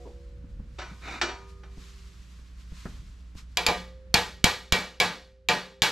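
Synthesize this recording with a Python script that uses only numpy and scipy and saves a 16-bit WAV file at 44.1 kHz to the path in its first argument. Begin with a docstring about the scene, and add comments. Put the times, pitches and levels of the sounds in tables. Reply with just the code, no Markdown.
"""Mains hum, low rumble and brushing cloth open the scene, with the soft knock of a vise closing on a steel sheet.
Dull footfalls follow; the steel vise handle scrapes through its hole and knocks against its stop.
Then a hammer strikes the sheet eight times, rebounding once: noise makes the crack and clang, decaying sines
ring sheet, vise and bench, and decaying noise bands answer as the room. Gain control pulls loud passages down."""
import sys
import numpy as np
from scipy import signal
from scipy.fft import rfft, irfft, next_fast_len
from scipy.io import wavfile

SR = 44100
rng = np.random.default_rng(int(sys.argv[2]) if len(sys.argv) > 2 else 0)


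def master(y):
    """Save y as 16-bit WAV."""
    cut = np.clip(np.atleast_2d(y).T, -1, 1)
    pcm = np.round(cut * 32767)  # scale
    wavfile.write(sys.argv[1], SR, pcm.astype(np.int16))


N = 260631
TIME = np.arange(N) / SR
AGE = TIME[:2 * SR]  # time since the onset of a single event


def undb(db):
    """Decibels to amplitude gain."""
    return 10 ** (np.asarray(db) / 20)


def across(points, hz):
    """Read (Hz, value) points on a log-frequency axis."""
    f, value = np.transpose(points)
    return np.interp(np.log(hz + 1), np.log(f), value)


def fade(t60_s):
    """Exponential decay, 60 dB down after t60_s."""
    return np.exp(-np.log(1000) * AGE / t60_s)


# Unrelated share between the two microphone ports. Each row: frequency in Hz, side level in dB before widening.
PORT_WIDTH = [(50, -35.5), (150, -23.5), (400, -15.5), (1000, -12.5), (2000, -11), (5000, -12.5),
              (8000, -13.5), (12500, -6)]


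def noise(colour, size, wide_db=0):
    """Coloured stereo noise of rms 1; a weak independent side signal sets the ports apart."""
    hz = np.fft.rfftfreq(size, 1 / SR)
    white = rfft(rng.standard_normal((2, size)))
    mid, side = white * undb(across(colour, hz)) * hz / (hz + 20)
    side = side * undb(across(PORT_WIDTH, hz) + wide_db)
    x = irfft([mid + side, mid - side], size)
    return x / x.std()


def tilted(x, slope_db, pivot_hz=2000):
    """Tilt the spectrum by about slope_db per octave: harder contact gives more treble."""
    size = 2 * len(AGE)
    hz = np.fft.rfftfreq(size, 1 / SR)
    tilt = undb(slope_db * np.log2((hz + 100) / pivot_hz))
    return irfft(rfft(x, size) * tilt)[:, :len(AGE)]


def ring(modes, scatter_db):
    """Decaying sine modes; each strike weights them anew, and each port hears its own phase."""
    out = np.zeros((2, len(AGE)))
    draws = rng.standard_normal((len(modes), 3))
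    for (hz, db, t60_s), (size, turn, skew) in zip(modes, draws):
        t = AGE[AGE < 1.5 * t60_s]
        decay_per_s = np.log(1000) / t60_s
        wave = np.exp((2j * np.pi * hz - decay_per_s) * t + 1j * np.pi * turn)
        ports = np.exp(.18j * skew * np.array([1, -1]))
        out[:, :len(t)] += undb(db + scatter_db * size) * np.outer(ports, wave).imag
    return out


def crowded_modes(spacing_hz, depth_db):
    """Gain per frequency of a body with countless small resonances; mean power 1."""
    hz = np.fft.rfftfreq(len(AGE), 1 / SR)
    heights = rng.uniform(-1, 1, len(hz))
    gain = undb(depth_db * np.interp(hz / max(spacing_hz, 1), np.arange(len(hz)), heights))
    return gain / np.sqrt(np.mean(gain ** 2))


def through(x, modes, width_hz):
    """Pass a sound through a body's resonances, keeping its level."""
    hz = np.fft.rfftfreq(x.shape[1], 1 / SR)
    body = sum(undb(db) / (1 + 2j * (hz - f) / width_hz) for f, db, _ in modes)
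    y = irfft(rfft(x) * body, x.shape[1])
    return y * x.std() / y.std()


def swells(rows):
    """Gain over time of movements that each build up to a peak and die away."""
    power = 0
    for s, db, rise_s, t60_s in rows:
        before, after = np.maximum(s - TIME, 0), np.maximum(TIME - s, 0)
        shape = np.exp(-(before / rise_s) ** 2 - np.log(1000) * after / t60_s)
        power = power + (undb(db) * shape) ** 2
    return np.sqrt(power)


def add(track, s, x):
    """Mix a sound in at time s."""
    start = max(int(s * SR), 0)
    track[:, start:start + x.shape[1]] += x[:, :N - start]


RUMBLE_DB, HUM_DB, MAINS_HZ = -51.5, -46.5, 60
# Still air. Each row: frequency in Hz, density in relative dB per Hz.
AIR_COLOUR = [(60, -2), (90, -6), (180, -11.5), (300, -18.5), (520, -20.5), (800, -26.5), (1500, -24),
              (5000, -35.5), (9000, -45.5), (15000, -64.5)]
AIR_DB = -62.5
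# Air pushed against the microphone as the body passes close.
# Each row: peak time in seconds, level in dB, rise in seconds, t60 in seconds.
GUSTS = [(.6, -46.5, 0.22, .8), (2.99, -46, 0.076, 0.43)]
# Steel on the bench still singing from being handled. Each row: frequency in Hz, level in dB, t60 in seconds.
SINGING_MODES = [(485, -48.5, 2.2), (553, -56.5, 2.8), (342, -55, 2.2), (720, -54, 0.6)]


def workshop():
    """Mains hum with its third harmonic, air noise, rumble swelling with gusts, and decaying steel modes."""
    turn = 2 * np.pi * MAINS_HZ * TIME
    third = np.sin(3 * turn)
    hum = np.sqrt(2) * undb(HUM_DB) * (np.sin(turn) + undb(-16.5) * third)
    hum = hum * undb([[-1.1], [1.1]])  # stronger on the right
    rumble_colour = [(20, -9), (45, 5.5), (80, -3), (150, -12), (300, -24.5), (1000, -70.5), (8000, -71.5)]
    rumble = noise(rumble_colour, size=N, wide_db=8.5)
    air = noise(AIR_COLOUR, size=N, wide_db=8.0) * undb(AIR_DB)
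    out = hum + rumble * (undb(RUMBLE_DB) + swells(GUSTS)) + air
    add(out, 0, ring(SINGING_MODES, scatter_db=0) * (1 - fade(.02)))
    return out


# Cloth. Each row: frequency in Hz, density in relative dB per Hz.
CLOTH_COLOUR = [(350, -47), (600, -24), (818, -11.5), (1060, 3), (1560, 0), (4400, 0.5), (7550, -5),
                (10600, -16.5), (11900, -12.5), (15000, -46)]
# Moves of the body that brush the clothes.
# Each row: peak time in seconds, level in relative dB, rise in seconds, t60 in seconds.
SWISHES = [(.03, -61.5, 0.045, 1.65), (.5, -69.5, 0.018, 0.63), (1.0, -59, 0.26, 3.8),
           (1.5, -59, 0.024, 0.24), (1.84, -56, 0.12, 4.6), (2.61, -58.5, 0.045, 0.28),
           (2.81, -52.5, 0.097, 1.67), (3.39, -48.5, 0.024, 0.17), (3.53, -66, .05, 1)]


def cloth():
    """Cloth brushes in small uneven strokes: noise under slow swells and a faster random flutter."""
    strokes = np.interp(TIME, np.linspace(0, TIME[-1], num=200), rng.standard_normal(200))
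    brush = noise(CLOTH_COLOUR, size=N, wide_db=4.5)
    return brush * swells(SWISHES) * undb(1.0 * strokes - 0.5)


# The vise's hollow body on its bench. Each row: frequency in Hz, density in relative dB per Hz.
BODY_COLOUR = [(150, -26.5), (330, -3), (490, -0.5), (600, -8.5), (715, -2), (900, 0.5), (1100, -5.5),
               (1500, -25), (4000, -52)]
# The jaws close on the sheet. Each row: start in seconds, level in relative dB.
JAW_KNOCKS = [(.052, -40.5)]


def jaws():
    """A muffled knock in the body of the vise: noise with a soft onset and the treble tilted away."""
    out = np.zeros((2, N))
    for s, db in JAW_KNOCKS:
        knock = noise(BODY_COLOUR, size=len(AGE)) * fade(0.26) * (1 - fade(0.014))
        add(out, s, undb(db) * tilted(knock, slope_db=-12.5, pivot_hz=610))
    return out


# Footfalls and soft knocks. Each row: start in seconds, level in relative dB, treble tilt in dB per octave.
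STEPS = [(.44, -39, -2), (0.594, -34, -2.5), (0.911, -34, -0.5), (1.773, -33, -3), (2.388, -45.5, -2),
         (2.719, -36, -2.5), (2.855, -28, 3.5), (3.353, -35, -5)]
# Each row: frequency in Hz, density in relative dB per Hz.
STEP_COLOUR = [(40, 12), (110, -5), (190, 7), (350, -12.5), (700, -21), (1600, -25), (4000, -59.5),
               (12000, -75)]


def footsteps():
    """Dull footfalls: low noise with a soft onset, a fast decay and a weaker slow one."""
    out = np.zeros((2, N))
    for s, db, tilt_db in STEPS:
        decay = fade(0.066) + undb(-16) * fade(0.44)
        step = noise(STEP_COLOUR, size=len(AGE)) * decay * (1 - fade(0.0093))
        add(out, s, undb(db) * tilted(step, tilt_db, pivot_hz=205))
    return out


# The handle's steel. Each row: frequency in Hz, level in relative dB, t60 in seconds.
HANDLE_MODES = [(351, -31.5, 0.15), (391.4, -52.5, 2.27), (485, -51, 2.2), (745, -35, 0.31),
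                (960, -41, 0.56), (1010, -58, 0.34), (1057, -45, 0.83), (1227, -50, 1.2), (1311, -33, 0.23),
                (1490, -37.5, 0.43), (2270, -57.5, 0.19), (2375, -40, 0.49), (2900, -35.5, 0.21),
                (3620, -32, 0.13), (3950, -38, 0.15), (4420, -40, 0.34), (5200, -53, 0.45),
                (5800, -39, 0.31)]
# Each row: frequency in Hz, density in relative dB per Hz.
HANDLE_COLOUR = [(120, -21), (340, -1.5), (600, 0.5), (1300, 4.5), (2500, -2.5), (5500, -7.5), (8000, -17),
                 (10000, -49.5), (12500, -38), (15000, -69)]
# Steel rubbing on steel. Each row: frequency in Hz, density in relative dB per Hz.
SCRAPE_COLOUR = [(300, -2.5), (1000, -13), (1500, -7.5), (2400, 4), (3200, -22), (3700, -1.5), (4400, -14),
                 (7000, -17), (9500, -33), (15000, -40)]
# The handle slides through its hole, speeding up and slowing down.
# Each row: start in seconds, length in seconds, peak level in relative dB.
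SLIDES = [(0.77, .2, -48), (1.008, 0.22, -33.5)]


def handle_slides():
    """The steel bar scrapes in tiny catches: flickering noise, part of it through the bar's modes, follows speed."""
    catches = np.interp(TIME, np.linspace(0, TIME[-1], num=1500), rng.standard_normal(1500))
    speed = 0
    for s, length_s, db in SLIDES:
        speed = speed + undb(db) * np.sin(np.pi * np.clip((TIME - s) / length_s, 0, 1))
    scrape = noise(HANDLE_COLOUR, size=N) * undb(2.5 * catches - 8.0)
    rub = noise(SCRAPE_COLOUR, size=N) * undb(0.72 * catches - 7.5)
    return (through(scrape, HANDLE_MODES, width_hz=140) + rub) * speed


# The handle knocks against its stop.
# Each row: start in seconds, level in relative dB, treble tilt in dB per octave, contact build-up t60 in seconds.
CLANKS = [(0.784, -10.5, -0.5, 0.054), (0.816, -17, -1.5, 0.023), (1.214, 0, 2, 0.0041),
          (1.232, -9, -5, 0.0058), (1.286, -10.5, -2, 0.026), (1.634, -28.5, -2.5, 0.0056)]


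def handle_knocks():
    """The bar hits its stop: clattering noise and ringing modes, with a gentler onset for longer contact."""
    out = np.zeros((2, N))
    peaks = crowded_modes(spacing_hz=25, depth_db=7)
    for s, db, tilt_db, contact_s in CLANKS:
        decay = undb(-23.5) * fade(0.091) + undb(-32) * fade(0.43)
        clatter = irfft(rfft(noise(HANDLE_COLOUR, size=len(AGE))) * peaks) * decay
        knock = (clatter + ring(HANDLE_MODES, scatter_db=2.0)) * (1 - fade(contact_s))
        add(out, s, undb(db) * tilted(knock, tilt_db))
    return out


# Contact crack. Each row: frequency in Hz, density in relative dB per Hz.
CRACK_COLOUR = [(100, -7.5), (500, -2.5), (1500, -6.5), (2500, -0.5), (4200, -1), (6000, -3.5), (8000, -6),
                (10000, -19.5), (12500, -8.5), (15500, -46)]


def contact_noise(peaks):
    """Steel meets steel: broadband noise with uneven resonant peaks, not yet decaying."""
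    return irfft(rfft(noise(CRACK_COLOUR, size=len(AGE))) * peaks)


CLANG_DB, CLANG_WIDTH_HZ, CLANG_T60_S = -20.5, 700, 0.038


def sheet_clang(contact, overtone_hz):
    """Crowded, heavily damped overtones around the favoured one: band-passed contact noise."""
    band = through(contact, [(overtone_hz, 0, 0)], width_hz=CLANG_WIDTH_HZ)
    return band * undb(CLANG_DB) * fade(CLANG_T60_S)


# The sheet's short overtones, damped by hand and hammer.
# Each row: frequency in Hz, level in relative dB, t60 in seconds.
SHEET_MODES = [(2286, -25, 0.3), (2362, -20.5, 0.18), (2760, -27.5, 0.18), (2896, -25.5, 0.038),
               (3180, -29.5, 0.073), (3305, -23, 0.1), (3810, -16, 0.039), (4030, -25.5, 0.23),
               (4500, -25.5, .12), (4914, -23.5, 0.092), (5220, -26, 0.074), (6980, -24.5, 0.11)]
SHEET_DB = -1.5


def sheet_ring(note_hz, note_t60_s, overtone_hz):
    """The sheet's modes; the main note shifts as the sheet is slid through the jaws."""
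    modes = [(note_hz, -16, note_t60_s), (overtone_hz, -20, .13)] + list(SHEET_MODES)
    return ring(modes, scatter_db=0.5) * undb(SHEET_DB)


# The vise and the steel on the bench. Each row: frequency in Hz, level in relative dB, t60 in seconds.
VISE_MODES = [(182, -41, 0.61), (397, -54.5, 2.7), (491.6, -31, 0.29), (522, -50.5, 3.1), (598, -33.5, .28),
              (721, -27.5, .28), (822, -34, .3), (876, -28, .3), (990, -29, .28), (1080, -34, .25),
              (1203, -32, .4), (1585, -37, .42), (1678, -30, .36), (1880, -30, .38), (1970, -37, .4),
              (2245, -32, .42), (2400, -30, .3), (2576, -28, .34), (2897, -29, .33), (3140, -32, .35),
              (3385, -35, .42), (3612, -39, .4), (3866, -30.5, .35), (4480, -33, .3), (4890, -37, .26),
              (5100, -36.5, .34), (5900, -39.5, .31), (7040, -40.5, .31)]
CLONK_DB = -19.5


def vise_ring():
    """The heavy vise takes up the motion gradually, then its modes decay."""
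    return ring(VISE_MODES, scatter_db=0.15) * (1 - fade(0.035))


def vise_clonk():
    """The hollow clonk of the vise on its bench: body noise through the vise's resonances."""
    clonk = through(noise(BODY_COLOUR, size=len(AGE)), VISE_MODES, width_hz=31)
    return clonk * undb(CLONK_DB) * fade(0.23) * (1 - fade(0.081))


# The bench top. Each row: frequency in Hz, level in relative dB, t60 in seconds.
BENCH_MODES = [(42, -17.5, 0.04), (63, -18.5, 0.041), (91, -34.5, 0.32), (109.3, -17.5, 0.032),
               (175, -29.5, 0.083), (217, -27.5, 0.04)]


def bench_thud():
    """Low, quickly damped modes of the bench top, stronger on the right."""
    return ring(BENCH_MODES, scatter_db=2.5) * (1 - fade(0.0089)) * undb([[-1.3], [1.3]])


# The room's answer. Each row: frequency in Hz, density in relative dB per Hz.
ROOM_COLOUR = [(60, -13.5), (170, 1.5), (280, -7.5), (480, -5.5), (800, -5), (1400, 1.5), (2400, -3),
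               (4400, -3.5), (7000, -12.5), (10000, -21), (12500, -19), (15000, -43)]
# Room decay. Each row: frequency in Hz, t60 in seconds.
ROOM_T60 = [(100, 0.27), (260, 0.54), (700, 0.38), (1800, 0.37), (4800, 0.49), (13000, 0.36)]


def room_tail(peaks, build_s):
    """Dense reflections that build up and die away octave by octave; the lows arrive last."""
    hz = np.fft.rfftfreq(len(AGE), 1 / SR)
    spectrum = rfft(noise(ROOM_COLOUR, size=len(AGE), wide_db=-14.5))
    spectrum = spectrum * peaks ** (hz / (hz + 700))  # the steel's resonances crowd the treble
    centres = np.geomspace(100, 12800, 8)
    out = 0
    for centre, share in zip(centres, np.eye(len(centres))):
        band = irfft(spectrum * across(np.c_[centres, share], hz))
        build = 1 - fade(build_s * np.sqrt(centres[3] / centre))
        out = out + band * fade(across(ROOM_T60, centre)) * build
    return out


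ROOM_DB, ROOM_RING_DB = -19.5, -26.5


def room_answer(peaks):
    """The room's tail, plus the vise's notes returned by the walls."""
    tail = room_tail(peaks, build_s=0.1)
    return tail * undb(ROOM_DB) + through(tail, VISE_MODES, width_hz=30) * undb(ROOM_RING_DB)


# Hammer blows; the third is the hammer rebounding. Crack, vise and thud are relative to the strength.
# Each row: start in seconds, strength in relative dB, crack, vise and bench thud in relative dB,
# treble tilt in dB per octave, sheet's main note in Hz, its t60 in seconds, overtone favoured by the strike in Hz.
BLOWS = [(3.5712, -7, -1, 1, -32, -.5, 2383, 0.13, 3360), (3.665, -6, -0.5, 3, -28, 0, 2403, 0.1, 4520),
         (3.686, -9, -2.5, 0.5, -20.5, -4.5, 2380, .06, 4484),
         (4.1418, -1, 0, -2, 4, -0.77, 2453, 0.086, 4390), (4.442, 2, -1, -1, 6, -0.5, 2304, 0.057, 2950),
         (4.7231, 4.5, -3, -7, 2, -1.5, 2300, 0.31, 3300),
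         (5.001, 7, -7.5, -3.5, -18.5, -1.75, 2280, 0.21, 3730),
         (5.4871, 7.5, -8, 1, -30, -2, 2335, 0.045, 2780),
         (5.82, 11.5, -7, -5.5, -7, -.5, 2380, 0.087, 3460)]
# Below FIRM_BLOW_DB, clang and room sink further by TAP_DRYNESS dB per dB.
FIRM_BLOW_DB, TAP_DRYNESS, NEAR_WALLS_DB = -3, 1, -30


def hammer():
    """Each blow sums crack, clang, ringing sheet and vise, room and bench thud; all but the thud are tilted."""
    out = np.zeros((2, N))
    narrow = crowded_modes(spacing_hz=14, depth_db=10)
    broad = crowded_modes(spacing_hz=70, depth_db=8)
    for s, strength_db, crack_db, vise_db, thud_db, tilt_db, note_hz, note_t60_s, overtone_hz in BLOWS:
        stir = undb(TAP_DRYNESS * min(strength_db - FIRM_BLOW_DB, 0))
        contact = contact_noise(broad)
        crack = contact * undb(crack_db - 6) * fade(.02)
        clang = sheet_clang(contact, overtone_hz) * stir
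        near_walls = contact_noise(broad) * undb(NEAR_WALLS_DB) * stir * fade(0.42)
        sheet = sheet_ring(note_hz, note_t60_s, overtone_hz)
        vise = (vise_ring() + vise_clonk()) * undb(vise_db)
        thud = bench_thud() * undb(thud_db)
        room = room_answer(narrow) * stir
        steel = tilted(crack + clang + near_walls + sheet + vise + room, tilt_db)
        add(out, s, undb(strength_db) * (thud + steel))
    return out


PORT_LAG_S = 0.000014


def from_vise(x):
    """The vise stands a little to the right, so its sound reaches the left port a moment later."""
    size = next_fast_len(N + SR)
    hz = np.fft.rfftfreq(size, 1 / SR)
    lag = np.exp(-2j * np.pi * np.outer([PORT_LAG_S, 0], hz))
    return irfft(rfft(x, size) * lag, size)[:, :N]


def scene():
    """Everything heard at the bench."""
    at_vise = jaws() + handle_slides() + handle_knocks() + hammer()
    return workshop() + cloth() + footsteps() + from_vise(at_vise)


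def lagged(x, time_s):
    """Follow a signal sluggishly: one-pole smoothing with the given time constant."""
    keep = np.exp(-1 / (time_s * SR))
    return signal.lfilter([1 - keep], [1, -keep], x)


# Highest average level allowed, time constant of the average, time constant of the gain's movement.
GAIN_TOP_DB, GAIN_MEMORY_S, GAIN_SLEW_S = -32.5, 1, 0.21


def gain_control(x):
    """Turn everything down, hum included, while the smoothed rms level is above the limit."""
    power = lagged(lagged(np.mean(x ** 2, axis=0), GAIN_MEMORY_S), GAIN_SLEW_S)
    return x / np.maximum(np.sqrt(power) / undb(GAIN_TOP_DB), 1)


TOP_HZ = 15600


def record(dry):
    """The camera rides its gain, rounds the highest peaks and cuts the top."""
    rounded = np.tanh(.7 * gain_control(dry)) / .7
    low_pass = signal.ellip(10, .2, 80, TOP_HZ, fs=SR, output="sos")
    return signal.sosfilt(low_pass, rounded)


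dry = scene()
out = record(dry)
master(out)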